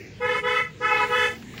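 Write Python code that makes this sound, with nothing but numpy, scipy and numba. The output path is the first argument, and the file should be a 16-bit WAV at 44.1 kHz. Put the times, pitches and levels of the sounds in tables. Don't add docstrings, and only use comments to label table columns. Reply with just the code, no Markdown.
import sys
import numpy as np
from scipy import signal
from scipy.fft import rfft, irfft
from scipy.io import wavfile
from scipy.ndimage import uniform_filter1d
from numba import njit

SR = 44100
rng = np.random.default_rng(int(sys.argv[2]) if len(sys.argv) > 2 else 0)


def waveform_to_disk(signal):
    frames = np.transpose(np.atleast_2d(signal))
    scaled = np.clip(frames, -1, 1) * 32767
    samples = np.round(scaled).astype(np.int16)
    wavfile.write(sys.argv[1], SR, samples)


def decibels_to_gain(level_db):
    exponent = np.asarray(level_db, float) / 20
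    return 10 ** exponent


N = 70560
T_S = np.arange(N) / SR
TOP_HZ = 15720

# [down t/s, up t/s, low horn level/dB, high horn level/dB, treble level/dB]
PRESSES = [
    (0.197, 0.367, -3, -1, -2.5),
    (0.424, 0.588, -2.5, 2, -2.5),
    (0.799, 1.029, -3, -1, -2.5),
    (1.087, 1.264, 0.5, 2.5, 1.5),
]


def level(x, db):
    return x * decibels_to_gain(db) / np.sqrt(np.mean(x ** 2))


def band(x, hz, width_hz):
    return signal.lfilter(*signal.iirpeak(hz, hz / width_hz, SR), x)


def walk(rate_hz):
    k = int(SR / rate_hz)
    steps = np.repeat(rng.standard_normal(N // k + 1), k)
    return 1.412 * uniform_filter1d(uniform_filter1d(steps, k), k)[:N]


def bell(at_s, width_s):
    return np.exp(-.5 * ((T_S - at_s) / width_s) ** 2)


def bands(table, flicker_db, rate_hz):
    hz, db = np.array(table).T
    noise_hz = np.fft.rfftfreq(N, 1 / SR) + 1
    shape = decibels_to_gain(np.interp(np.log(noise_hz), np.log(hz), db, left=-120, right=-120))
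    out = 0
    for centre_oct in np.arange(np.log2(hz[0]), np.log2(hz[-1]) + 1 / 3, 1 / 3):
        share = np.sqrt(np.clip(1 - 3 * abs(np.log2(noise_hz) - centre_oct), 0, 1))
        flicker = decibels_to_gain(flicker_db * walk(rate_hz))
        out = out + flicker * irfft(rfft(rng.standard_normal(N)) * shape * share, N)
    return out


@njit
def follow(x, up, down):
    y, e = np.empty(len(x)), 0.
    for i in range(len(x)):
        e += (x[i] - e) * (up if x[i] > e else down)
        y[i] = e
    return y


def car():
    # [f/Hz, density level/dB per Hz]
    road = [(18, -42), (30, -16.5), (70, -8), (106, -4.5), (146, -6), (237, -7), (417, -15.5), (455, -13),
            (600, -25), (780, -71), (1320, -120)]
    # [f/Hz, density level/dB per Hz]
    spray = [(600, -5.5), (1100, -12), (2000, -3), (3600, -12), (7300, -15), (8000, -24.5), (12500, -30.5),
             (15800, -37)]
    # [t/s, level/dB]
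    flank = [(0, 5), (.4, 6), (.75, 4), (1.0, 18.5), (1.35, 11.5), (1.45, 10.5), (1.53, 11), (1.6, 12.5)]
    # [f/Hz, level/dB]
    engine = [(68, -56), (107, -55), (137, -51), (195, -54)]
    rumble = level(bands(road, 4.1, 8), -44)
    hums = 0
    for hz, db in engine:
        strength = decibels_to_gain(db + 2.65 * walk(12.96))
        turning_hz = hz * (1 + 0.04934 * walk(14))
        hums = hums + strength * np.sin(2 * np.pi * np.cumsum(turning_hz) / SR)
    hiss = level(bands(spray, 4.5, 14.12), -56) * decibels_to_gain(np.interp(T_S, *np.array(flank).T))
    return rumble + hums + hiss


def horn(hz, harmonics_db, top_db, slow, press_db):
    swing_up_s, swing_down_s = .014 * slow, 0.037 * slow
    treble_up_s, treble_down_s = 0.029, 0.017
    start_flat, stop_flat, wobble = .03, .02, 0.00166
    fall_db, bright_power = -0.9057, 0.49
    shimmer_db, buzz_db = 1.5, -62
    rasp_db, rasp_hz = -7, 119.64

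    down = sum(np.clip((T_S - p[0]) * 1e3, 0, 1) * np.clip((p[1] - T_S) * 1e3, 0, 1) for p in PRESSES)
    swing = follow(down, 1 / (swing_up_s * SR), 1 / (swing_down_s * SR)) + 1e-9
    strike = follow(swing ** 2, 1 / (treble_up_s * SR), 1 / (treble_down_s * SR))
    spans_s = np.ravel([(p[0], p[1] + .05) for p in PRESSES])
    force = decibels_to_gain(np.interp(T_S, spans_s, np.repeat(press_db, 2)))
    strike = strike * decibels_to_gain(np.interp(T_S, spans_s, np.repeat([p[4] for p in PRESSES], 2)))
    flat = (1 - swing) * (start_flat * down + stop_flat * (1 - down))
    phase = 2 * np.pi * np.cumsum(hz * (1 - flat + wobble * walk(40.15))) / SR

    buzz = band(rng.standard_normal(N), 4600, 5200)
    out = decibels_to_gain(buzz_db) * strike * (1 + np.cos(phase)) * buzz
    listed = len(harmonics_db)
    for k in range(1, int(TOP_HZ / hz)):
        if k <= listed:
            db = harmonics_db[k - 1]
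            grow = swing ** (1 + bright_power * np.log2(k) * 2)
        else:
            db = top_db + fall_db * (k - 1 - listed)
            grow = strike
        strength = np.sqrt(2) * decibels_to_gain(db + shimmer_db * (walk(29.75) + walk(9.04)))
        rasp = 1 + decibels_to_gain(rasp_db) * min(k, 3) / 3 * walk(rasp_hz)
        out += strength * grow * rasp * np.sin(k * phase + 2 * np.pi * rng.random())
    return force * out


def echo(fine, at_s, lag_s, shift_pct, db, hz, lit_s):
    heard_s = T_S - lag_s + (T_S - at_s) * shift_pct / 100
    moved = np.interp(heard_s, np.arange(len(fine)) * N / SR / len(fine), fine)
    return decibels_to_gain(db) * bell(at_s, lit_s) * band(band(moved, hz, 0.79 * hz), hz, 2 * hz)


def trucks(x, count=110):
    # [best lit t/s, lag t/s, pitch shift/%, level/dB, favoured f/Hz]
    faces = [(0.268, 0.022, 2.8, -1, 964), (0.329, 0.039, 3, 0, 1760), (0.358, .025, 4.5, -10, 2200),
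             (0.498, 0.016, 2.5, 1.5, 1410), (.53, .04, 4, -7.5, 1750), (0.599, 0.029, 3, 0.5, 1760),
             (0.658, .08, 2.5, -9.5, 1750), (0.878, 0.012, 2, 4.5, 1515), (0.919, 0.034, 2.5, -3, 2200),
             (.96, 0.021, 0, -4, 2630), (1.032, .012, -1.12, 5, 810), (.97, .012, 0.9, -3, 430),
             (.86, 0.014, 0.93, -3.5, 1360), (1.028, 0.026, 1.5, 0, 2160), (1.169, 0.033, 3, -2.5, 1080),
             (1.199, 0.038, 3.5, -3, 1940), (1.248, .02, 1.4, -1, 2270), (1.29, 0.044, 1.5, -7, 1760)]
    # [t/s, mean pitch shift/%, spread/%]
    bearing = [(0.198, 2.3, 1.24), (.6, 2.16, 1.34), (.85, 0.45, 0.89), (1.02, 0.16, 1.8),
               (1.15, 1.6, 1.54), (1.3, 1.84, 1.3)]
    face_lit_s, glint_s = 0.074, 0.05
    scatter_db, scatter_t60_s, scatter_hz = 4.5, 0.27, 2200
    tail_db, tail_t60_s = -24.5, 0.46

    fine = signal.resample_poly(x, 4, 1)
    out = sum(echo(fine, *face, face_lit_s) for face in faces)
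    when_s, mean_pct, spread_pct = np.array(bearing).T
    for k, (a, b, c) in enumerate(rng.random((count, 3))):
        at_s = (k + b) / count * N / SR
        lag_s = .012 + .12 * a
        shift_pct = np.interp(at_s, when_s, mean_pct) + np.interp(at_s, when_s, spread_pct) * (2 * c - 1)
        db = scatter_db - 60 * lag_s / scatter_t60_s
        out += echo(fine, at_s, lag_s, shift_pct, db, scatter_hz * (0.67 + 4.1 * b ** 2), glint_s)
    tail_s = np.arange(SR // 2) / SR
    decay = decibels_to_gain(-60 * tail_s / tail_t60_s) * (tail_s > .02)
    wash = level(rng.standard_normal(len(tail_s)) * decay, tail_db) / np.sqrt(len(tail_s))
    return out + signal.fftconvolve(x + out, wash)[:N]


def kicks():
    hz, db, width_s, lag_s = 543, -36.5, 0.01, 0.014
    return sum(decibels_to_gain(db) * bell(p[1] + lag_s, width_s) * np.cos(2 * np.pi * hz * T_S) for p in PRESSES)


def knocks():
    # [t/s, level/dB, f/Hz]
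    bumps = [
        (1.4, -58, 236),
        (1.415, -38, 226),
        (1.435, -44, 166),
        (1.471, -42.5, 231),
        (1.484, -41, 242),
        (1.495, -39.5, 228),
        (1.554, -52, 250),
    ]
    # [t/s, level/dB, f/Hz, t60/s]
    rattles = [
        (1.424, -41.5, 2000, 0.038),
        (1.538, -42.5, 1130, 0.061),
        (1.578, -36, 2380, 0.038),
        (1.59, -42, 2200, 0.028),
    ]
    out = 0
    for s, db, hz in bumps:
        out = out + decibels_to_gain(db) * bell(s, 0.0085) * np.cos(2 * np.pi * hz * (T_S - s))
    for s, db, hz, t60_s in rattles:
        burst = rng.standard_normal(N) * (T_S > s) * decibels_to_gain(-60 * np.clip(T_S - s, 0, 1) / t60_s)
        out += 6 * decibels_to_gain(db) * band(band(burst, hz, .5 * hz), hz, hz)
    return out


def scene():
    low_harmonics_db = [-36, -36, -30, -34, -33, -35, -41.5, -43.5, -55, -58, -55, -58.5, -63.5]
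    high_harmonics_db = [-30.5, -39, -43.5, -38, -52, -46, -52.5, -67]
    low_press_db, high_press_db = np.array(PRESSES).T[2:4]
    horns = horn(425.33, low_harmonics_db, -59.5, 0.94, low_press_db)
    horns = horns + horn(493.5, high_harmonics_db, -63.5, 0.81, high_press_db)
    return (car() + horns + trucks(horns) + kicks() + knocks())[None]


def low_pass(x):
    return signal.sosfilt(signal.butter(12, 16730, fs=SR, output="sos"), x)


def record(dry):
    port_hz, port_width_hz, port_db = 15800, 1460, 12
    low_cut_hz, drive = 45, 1.1
    x = dry + decibels_to_gain(port_db) * band(band(dry, port_hz, port_width_hz), port_hz, 2 * port_width_hz)
    x = np.tanh(drive * x) / drive
    x = signal.sosfilt(signal.butter(3, low_cut_hz, "high", fs=SR, output="sos"), x)
    x = signal.sosfilt(signal.ellip(10, .2, 70, TOP_HZ, fs=SR, output="sos"), x)
    return low_pass(x)


dry = scene()
out = record(dry)
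waveform_to_disk(out)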